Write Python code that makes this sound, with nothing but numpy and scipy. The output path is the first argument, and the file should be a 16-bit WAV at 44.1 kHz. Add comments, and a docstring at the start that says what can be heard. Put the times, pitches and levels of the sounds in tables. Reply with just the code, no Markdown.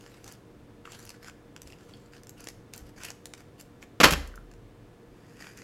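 """A small room with a humming fan, the microphone close to a toasted bagel on a table.
A plastic knife spreads cream cheese in short strokes: the crust rasps and snaps under the blade,
and wet pockets of air pop in the cheese. The bagel drops on a foam plate, which clatters and
shakes the table; then the knife scrapes inside the cheese tub."""
import sys
import numpy as np
from scipy import signal
from scipy.fft import rfft, irfft, next_fast_len
from scipy.io import wavfile
from scipy.ndimage import uniform_filter1d, map_coordinates

SR = 44100
rng = np.random.default_rng(int(sys.argv[2]) if len(sys.argv) > 2 else 0)


def persist_wave(psi):
    """Save psi, clipped to +-1, as 16-bit WAV."""
    counts = np.round(np.clip(psi, -1, 1) * 32767).astype(np.int16)
    wavfile.write(sys.argv[1], SR, np.atleast_2d(counts).T)


N = 248283


def amp(db):
    return 10 ** (np.asarray(db) / 20)


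def unit_rms(x):
    return x / np.sqrt(np.mean(x ** 2) + 1e-20)


def along(points, hz):
    """Read (freq_hz, value) points on a log frequency axis."""
    freqs, values = np.transpose(points)
    return np.interp(np.log(hz + 1), np.log(freqs + 1), values)


def wobble(knots_per_s):
    """A smooth random curve."""
    knots = rng.standard_normal(int(N * knots_per_s / SR) + 4)
    return map_coordinates(knots, [np.arange(N) * knots_per_s / SR])


def filtered(x, response):
    """Apply a gain that depends on frequency."""
    size = next_fast_len(len(x) + 8192)
    return irfft(rfft(x, size) * response(np.fft.rfftfreq(size, 1 / SR)), size)[:len(x)]


def coloured(x, spectrum):
    """Shape x by a spectrum, at rms 1."""
    return unit_rms(filtered(x, lambda hz: amp(along(spectrum, hz))))


def add(track, start_s, sound):
    """Mix a sound into the track."""
    part = track[round(start_s * SR):][:len(sound)]
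    part += sound[:len(part)]


# The rush of air in the room: freq_hz, density_db
FAN_AIR = [(13, -26.5), (22, -4.5), (80, -7.5), (103, -1.5), (211, -6.5), (356, -7), (432, -10),
           (469, -7.5), (510, -12), (690, -17.5), (771, -19.5), (961, -19.5), (3150, -31), (3420, -32.5),
           (16000, -45.5)]
# The hum behind the table: pitch_hz, level_db
FAN_TONES = [(113.0, -63.5), (215.3, -68.5), (296.1, -63), (473.7, -64), (710.6, -74), (1717, -78.5),
             (3553, -83), (8107, -89)]


def fan():
    """A fan's low rush with slightly unsteady tones."""
    t = np.arange(N) / SR
    hum = 0
    for hz, db in FAN_TONES:
        level = np.sqrt(2) * amp(db + 1.1 * wobble(4.565))
        hum += level * np.sin(2 * np.pi * hz * t + 0.24 * wobble(3.9))
    return amp(-53.5) * coloured(rng.standard_normal(N), FAN_AIR) + amp(-1) * hum


# The small room's decay: freq_hz, t60_s
ROOM_DECAY = [(100, 0.41), (500, 0.45), (2000, 0.43), (6000, 0.38), (15000, 0.35)]


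def room(x, delay_s):
    """The walls answer after a short delay; treble dies first."""
    hz, t, noise = signal.stft(rng.standard_normal(SR * 2 // 3), SR, nperseg=256)
    tail = signal.istft(noise * amp(-60 * t / along(ROOM_DECAY, hz)[:, None]), SR, nperseg=256)[1]
    delayed = np.pad(x, (round(delay_s * SR), 0))
    return signal.fftconvolve(delayed, tail / np.linalg.norm(tail))[:N]


# The share of the landing that comes back to the microphone: freq_hz, gain_db
WALL_RETURN = [(200, -8.5), (1500, -14.5), (3000, -15), (7000, -12), (12000, -13), (16000, -21.5)]


def wall_echo(landing):
    """The walls return the landing, bass most strongly."""
    return filtered(room(landing, delay_s=0.006), lambda hz: amp(along(WALL_RETURN, hz)))


def near_reflections(x, first_s, spread_s):
    """Early copies off the table, the plate and the nearest wall."""
    echo = np.zeros(SR // 10)
    for delay_s, gain in zip(first_s + spread_s * rng.random(size=40), rng.standard_normal(size=40)):
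        add(echo, delay_s, np.array([gain]))
    return signal.fftconvolve(x, echo / np.linalg.norm(echo))[:N]


def ring(modes, t, scatter_db):
    """Damped modes, struck at new strengths each time."""
    hz, db, t60 = np.transpose(modes)[:, :, None]
    sign = (-1) ** np.arange(len(hz))[:, None]
    struck_db = db + scatter_db * rng.standard_normal(hz.shape)
    return np.sum(sign * amp(struck_db - 60 * t / t60) * np.sin(2 * np.pi * hz * t), 0)


# The table and what stands on it: pitch_hz, level_db, t60_s
TABLE_MODES = [(40.6, -4.5, 1.6), (67, 4, .42), (117, -10.5, 0.18), (163.4, 0.5, 0.21), (286, -1, .17),
               (326, -2, 0.18)]
# The bagel's weight reaches the table: start_s, level_db
TABLE_THUDS = [(4.035, -29.5), (4.114, -31), (4.173, -43)]
# The hands jog the table: start_s, level_db
TABLE_JOGS = [(1.285, -55), (1.645, -51.5), (2.809, -54)]


def table_boom():
    """The table booms and sways on after the landing; soft jogs stir only its lowest modes."""
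    out, t = np.zeros(N), np.arange(SR) / SR
    for start_s, db in TABLE_THUDS:
        boom = ring(TABLE_MODES, t, scatter_db=3.5)
        add(out, start_s, amp(db) * boom * (1 - np.exp(-t / 0.0047)))
    for start_s, db in TABLE_JOGS:
        sway = ring(TABLE_MODES[:2], t, scatter_db=-10) * amp(5 - 60 * t / 0.39)
        add(out, start_s, amp(db) * sway * (1 - np.exp(-t / 0.015)))
    return out


# The bagel lands on its edge, slaps flat and rocks: start_s, level_db, t60_s, tilt_db_per_octave
BAGEL_CONTACTS = [(4.002, -18, 0.096, -0.5), (4.011, -18, 0.049, 0), (4.033, -13.5, 0.13, 0),
                  (4.0376, -9.5, 0.042, -1), (4.0425, -5.5, 0.031, 1), (4.054, -15, 0.045, 1),
                  (4.1073, -25, 0.052, 7.5), (4.124, -24, .045, 4.5), (4.135, -24, 0.032, 3)]
# The slap on the foam: freq_hz, density_db
SLAP_SPECTRUM = [(40, -31), (90, -13.5), (160, 2), (215, -8.5), (275, 0), (380, -7), (520, 1), (700, -7.5),
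                 (1200, -3.5), (2200, -8), (3050, -6.5), (3700, -13.5), (4800, -14.5), (7300, -19),
                 (9300, -31), (11300, -21.5), (16000, -39.5)]
# The foam plate's ring: pitch_hz, level_db, t60_s
PLATE_MODES = [(528, 2, 0.05), (772, -5.5, .13), (840, -8, .13), (1130, -0.5, 0.12), (1275, -1.5, 0.13),
               (1370, 0, .16), (1584, -4, .14), (1720, -1.5, .13), (1823, -0.5, 0.1), (2430, -1, 0.072),
               (2680, -2.5, 0.15), (2780, -2, 0.09), (3160, -1, .1), (3430, -5, 0.068), (4470, -2, 0.11),
               (4570, 0, 0.11)]


def bagel_drop():
    """Each contact of the bagel makes the light plate clatter on the table and ring."""
    out, t = np.zeros(N), np.arange(SR // 2) / SR
    # after the slap the plate rebounds, weaker each time
    rebounds = [(4.063 + 0.011 * k, -23 - k, 0.065, -0.5) for k in range(3)]
    for start_s, db, t60, tilt_db in BAGEL_CONTACTS + rebounds:
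        colour = lambda hz: amp(along(SLAP_SPECTRUM, hz) + tilt_db * np.log2(1 + hz / 2000))
        clatter = unit_rms(filtered(rng.standard_normal(len(t)), colour)) * amp(-60 * t / t60)
        plate = ring(PLATE_MODES, t, scatter_db=5)
        plate /= np.std(plate[:SR // 50])
        add(out, start_s, amp(db) * (amp(3.5) * clatter + amp(-16.5) * plate))
    return out


# The cheese, heard from close by: start_s, level_db, pitch_hz
CHEESE_POPS = [(0.8542, -35, 1330), (0.853, -37.5, 2800), (0.875, -29.5, 1270), (1.702, -43, 2680),
               (1.731, -36.5, 2780), (1.9363, -39.5, 4450), (1.938, -37.5, 3340), (4.34, -34.5, 1475),
               (4.377, -30, 1397)]


def cheese_pops():
    """Small wet pockets of air open and ring unevenly for a few cycles."""
    out, t = np.zeros(N), np.arange(SR // 30) / SR
    for start_s, db, hz in CHEESE_POPS:
        waver = 0.04 * np.sqrt(hz / 2000) * np.cumsum(rng.standard_normal(len(t)))
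        envelope = amp(db - 60 * t / 0.011) * (1 - np.exp(-t / 0.0005))
        add(out, start_s, envelope * np.sin(2 * np.pi * hz * t + waver))
    return out


def crack(spectrum, t60_s, tilt_db, hardness):
    """A short dry crack with a peak near 1: a hard one starts at once, a soft one crumbles in."""
    t = np.arange(SR // 30) / SR
    tilted = [(hz, db + tilt_db * np.log2(hz / 5000)) for hz, db in spectrum]
    hiss = coloured(rng.standard_normal(len(t)), tilted)
    crumble = amp(-60 * t / t60_s) * (1 - np.exp(-t / 0.00046))
    burst = hiss * (crumble + hardness * amp(-60 * t / 0.012))
    return burst / np.std(burst[:SR // 500]) / 2.94


# The bright and the dull part of a click: freq_hz, density_db
SNAP_SPECTRUM = [(1500, -28), (3600, -11), (4800, -2), (7300, -0.5), (8600, -9), (12000, -10.5),
                 (16000, -24)]
KNOCK_SPECTRUM = [(200, -11.5), (600, -1.5), (950, -8.5), (1600, -2.5), (2700, -4), (3600, -15),
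                  (8000, -41.5)]


def clicks(rows, snap_gain_db, knock_gain_db, snap_t60_s, knock_t60_s):
    """Each release snaps and knocks; loud ones are harder, and a light knock leaves a brighter snap."""
    out = np.zeros(N)
    for start_s, snap_db, knock_db in rows:
        tilt_db = 0.98 * np.clip(snap_db - knock_db, 0, 15) - 4.5
        hardness = np.clip((snap_db + 37.5) / 8, 0, 2)
        snap = amp(snap_db + snap_gain_db) * crack(SNAP_SPECTRUM, snap_t60_s, tilt_db, hardness)
        knock = amp(knock_db + knock_gain_db) * crack(KNOCK_SPECTRUM, knock_t60_s, 0, hardness)
        add(out, start_s, snap + knock)
    return out


# Ticks from the plate, then from the tub: start_s, snap_db, knock_db
PLATE_AND_TUB_TICKS = [(4.2745, -39.5, -51), (4.357, -39.5, -61), (4.514, -46.5, -50), (4.537, -48.5, -52),
                       (5.409, -39, -42), (5.4225, -41, -43), (5.4425, -47, -39), (5.469, -52, -37.5),
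                       (5.5735, -38.5, -45), (5.618, -41.5, -41)]


def plate_and_tub_ticks():
    """The foam plate ticks as it settles, and the plastic tub as the knife scoops."""
    return clicks(PLATE_AND_TUB_TICKS, snap_gain_db=-0.5, knock_gain_db=3,
                  snap_t60_s=0.014, knock_t60_s=0.0174)


def patchy(x, depth_db):
    """The colour drifts as the point of contact travels along the blade."""
    bands = signal.stft(x, nperseg=256)[2]
    drift = uniform_filter1d(rng.standard_normal(bands.shape), size=4, axis=0)
    drift = unit_rms(uniform_filter1d(drift, size=20, axis=1))
    return unit_rms(signal.istft(bands * amp(depth_db * drift), nperseg=256)[1][:N])


# Resonances of the blade and what it rubs: centre_hz, width_hz, gain_db
BLADE_RESONANCES = [(698, 190, 3), (1450, 270, 5), (1900, 250, 1), (2770, 400, 3), (4760, 700, 5)]


def rasp(spectrum, grains_per_s, spread_db, slip_db, hiss_db):
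    """Tiny uneven fractures, clumped by stick and slip, and a rubbing hiss sound through the blade."""
    sizes = amp(spread_db * np.minimum(rng.exponential(size=N), 3))
    fractures = sizes * (rng.random(N) < grains_per_s / SR)
    decay = amp(-60 * np.arange(SR // 50) / SR / 0.0046)
    stick_slip = amp(slip_db * np.tanh(wobble(130)))
    grains = unit_rms(signal.fftconvolve(fractures, decay)[:N] * stick_slip)
    friction = grains * rng.standard_normal(N) + amp(hiss_db) * rng.standard_normal(N)
    body = lambda hz: amp(sum(db / (1 + (2 * (hz - centre) / width) ** 2)
                              for centre, width, db in BLADE_RESONANCES))
    return filtered(coloured(friction, spectrum), body)


# The blade works its way into the tub and scoops: time_s, level_db
TUB_SCOOP = [(5.1, -75.5), (5.25, -70), (5.38, -63.5), (5.41, -54), (5.495, -56.5), (5.555, -67),
             (5.58, -53.5), (5.63, -62)]
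# The scrape inside the tub: freq_hz, density_db
TUB_SPECTRUM = [(530, -47), (900, -16.5), (1080, -8.5), (1390, -6.5), (1750, 0), (1990, 0.5), (2120, -12.5),
                (2330, -2), (4050, -19), (4920, -7), (5680, -12.5), (6800, -7), (8760, -17), (11800, -15),
                (16000, -35)]


def tub_scrape():
    """The blade drags round the inside of the plastic tub."""
    scoop = amp(np.interp(np.arange(N) / SR, *np.transpose(TUB_SCOOP), left=-120))
    grit = rasp(TUB_SPECTRUM, grains_per_s=670, spread_db=4.5, slip_db=1, hiss_db=-1)
    return scoop * patchy(grit, depth_db=0.5)


def pressure(strokes):
    """The strength of the rubbing: in each stroke the blade touches, presses harder, eases and lifts."""
    touch_db, ease_db, touch_db_per_s, lift_db_per_s = -64.5, 8, 2500, 1000
    t = np.arange(0, N, 32) / SR
    force = 0
    for start_s, press_s, ease_s, db in strokes:
        hardest_s, lift_s = start_s + press_s, start_s + press_s + ease_s
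        swell_db = np.interp(t, [start_s, hardest_s, lift_s], [touch_db, db, db - ease_db])
        fade_db = touch_db_per_s * np.maximum(start_s - t, 0) + lift_db_per_s * np.maximum(t - lift_s, 0)
        force += amp(swell_db - fade_db)
    return np.interp(np.arange(N) / SR, t, force + 1e-9)


# Strokes over the bagel, close to the microphone: start_s, press_s, ease_s, level_db, dryness_db
KNIFE_STROKES = [(0, 0.22, 0.024, -63.5, 0.5), (0.235, .06, 0.057, -54.5, 1),
                 (0.85, 0.0087, 0.05, -55, -1.5), (0.9, 0.026, 0.067, -52.5, 2), (1.0, 0.023, 0.14, -60, 2),
                 (1.214, 0.056, .03, -51, -2), (1.657, 0.018, 0.085, -63.5, 2),
                 (1.788, 0.051, 0.23, -63.5, 0.5), (2.125, .015, 0.056, -59.5, -1),
                 (2.371, 0.042, 0.036, -56, -2), (2.46, 0.027, 0.022, -53.5, 3),
                 (2.734, 0.011, 0.071, -54.5, -0.5), (2.858, .04, .007, -64.5, 1.5),
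                 (2.965, 0.084, .052, -44, -1.5), (3.376, 0.032, .015, -59, -2.5),
                 (3.584, 0.025, 0.0048, -52, 4.5), (3.812, 0.019, 0.0068, -53, -1.5)]
# The rasp of toasted crust: freq_hz, density_db
CRUST_SPECTRUM = [(450, -15), (750, -5.5), (1450, -3), (1900, -3.5), (2700, -5.5), (3700, -8.5), (5200, -8),
                  (7400, -7.5), (8700, -14.5), (12200, -14), (16000, -29.5)]


def spreading():
    """The blade drags over the toasted face: soft cheese rubs dull, bare crust dry and bright."""
    grit = rasp(CRUST_SPECTRUM, grains_per_s=1100, spread_db=2.5, slip_db=9.5, hiss_db=-3.5)
    grit = patchy(grit, depth_db=3)
    dull = filtered(grit, lambda hz: 1 / (1 + (hz / 3200) ** 4))
    on_cheese = pressure([(*times, db - dryness_db) for *times, db, dryness_db in KNIFE_STROKES])
    on_crust = pressure([(*times, db + dryness_db) for *times, db, dryness_db in KNIFE_STROKES])
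    return on_cheese * dull + on_crust * (grit - dull)


def crumbs(per_s, over_rasp_db, spread_db, max_db, knock_offset_db):
    """A chance of a crumb breaking in the opening instant: start_s, snap_db, knock_db."""
    force = pressure([stroke[:4] for stroke in KNIFE_STROKES])
    jitter, size = rng.random(size=(300, 2)).T
    times = (np.arange(len(jitter)) + jitter) / per_s
    force_db = 20 * np.log10(np.interp(times, np.arange(N) / SR, force))
    levels = np.minimum(force_db + over_rasp_db + spread_db * (2 * size - 1), max_db)
    until_s = KNIFE_STROKES[-1][2]
    return [(s, db, db + knock_offset_db) for s, db in zip(times, levels) if s < until_s]


# The larger flakes of crust, close to the microphone: start_s, snap_db, knock_db
CRUST_FLAKES = [(.063, -40, -36.5), (.243, -33.5, -41), (.278, -33, -37), (.323, -34, -54),
                (.855, -47, -31.5), (.92, -33.5, -39.5), (1.052, -35, -55), (1.0925, -29, -36),
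                (1.1035, -32.5, -34.5), (1.245, -37, -34), (1.297, -40.5, -36), (1.5635, -34, -31),
                (1.6185, -30.5, -39), (1.674, -36, -41), (1.723, -39.5, -38), (2.135, -43.5, -36.5),
                (2.234, -38.5, -47), (2.27, -36.5, -41), (2.2935, -30.5, -40.5), (2.406, -34.5, -46),
                (2.442, -33.5, -45), (2.4715, -28, -27.5), (2.4865, -26, -31.5), (2.7365, -27, -31.5),
                (2.762, -35, -55), (2.778, -30.5, -44), (3.035, -26.5, -29), (3.05, -26, -35),
                (3.104, -25, -30.5), (3.2565, -26.5, -33), (3.337, -29, -29), (3.611, -35, -45),
                (3.827, -40.5, -31.5)]


def crust_snaps():
    """Flakes break with a bright snap, and the blade gives a dull knock."""
    small = crumbs(per_s=36, over_rasp_db=18, spread_db=7, max_db=-34.5, knock_offset_db=-9)
    return clicks(CRUST_FLAKES + small, snap_gain_db=-1.5, knock_gain_db=-2,
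                  snap_t60_s=0.0078, knock_t60_s=0.0059)


def scene():
    """The close knife and the landing with their echoes, over the table's boom and the fan."""
    crackle = crust_snaps() + plate_and_tub_ticks()
    knife = crackle + amp(3) * spreading() + amp(2) * tub_scrape() + cheese_pops()
    landing = bagel_drop()
    early = amp(-10.5) * near_reflections(knife, first_s=0.0027, spread_s=0.012)
    reverb = amp(-13) * room(knife, delay_s=0.0085) + wall_echo(landing)
    return (knife + landing + early + reverb + table_boom() + fan())[None]


def record(dry):
    """One microphone; the recorder rounds off the highest peaks and cuts the top of the treble."""
    ceiling, top_hz = 0.75, 16100
    rounded = dry[0] / (1 + np.abs(dry[0] / ceiling) ** 6) ** (1 / 6)
    return filtered(rounded, lambda hz: 1 / (1 + (hz / top_hz) ** 160))[None]


dry = scene()
out = record(dry)
persist_wave(out)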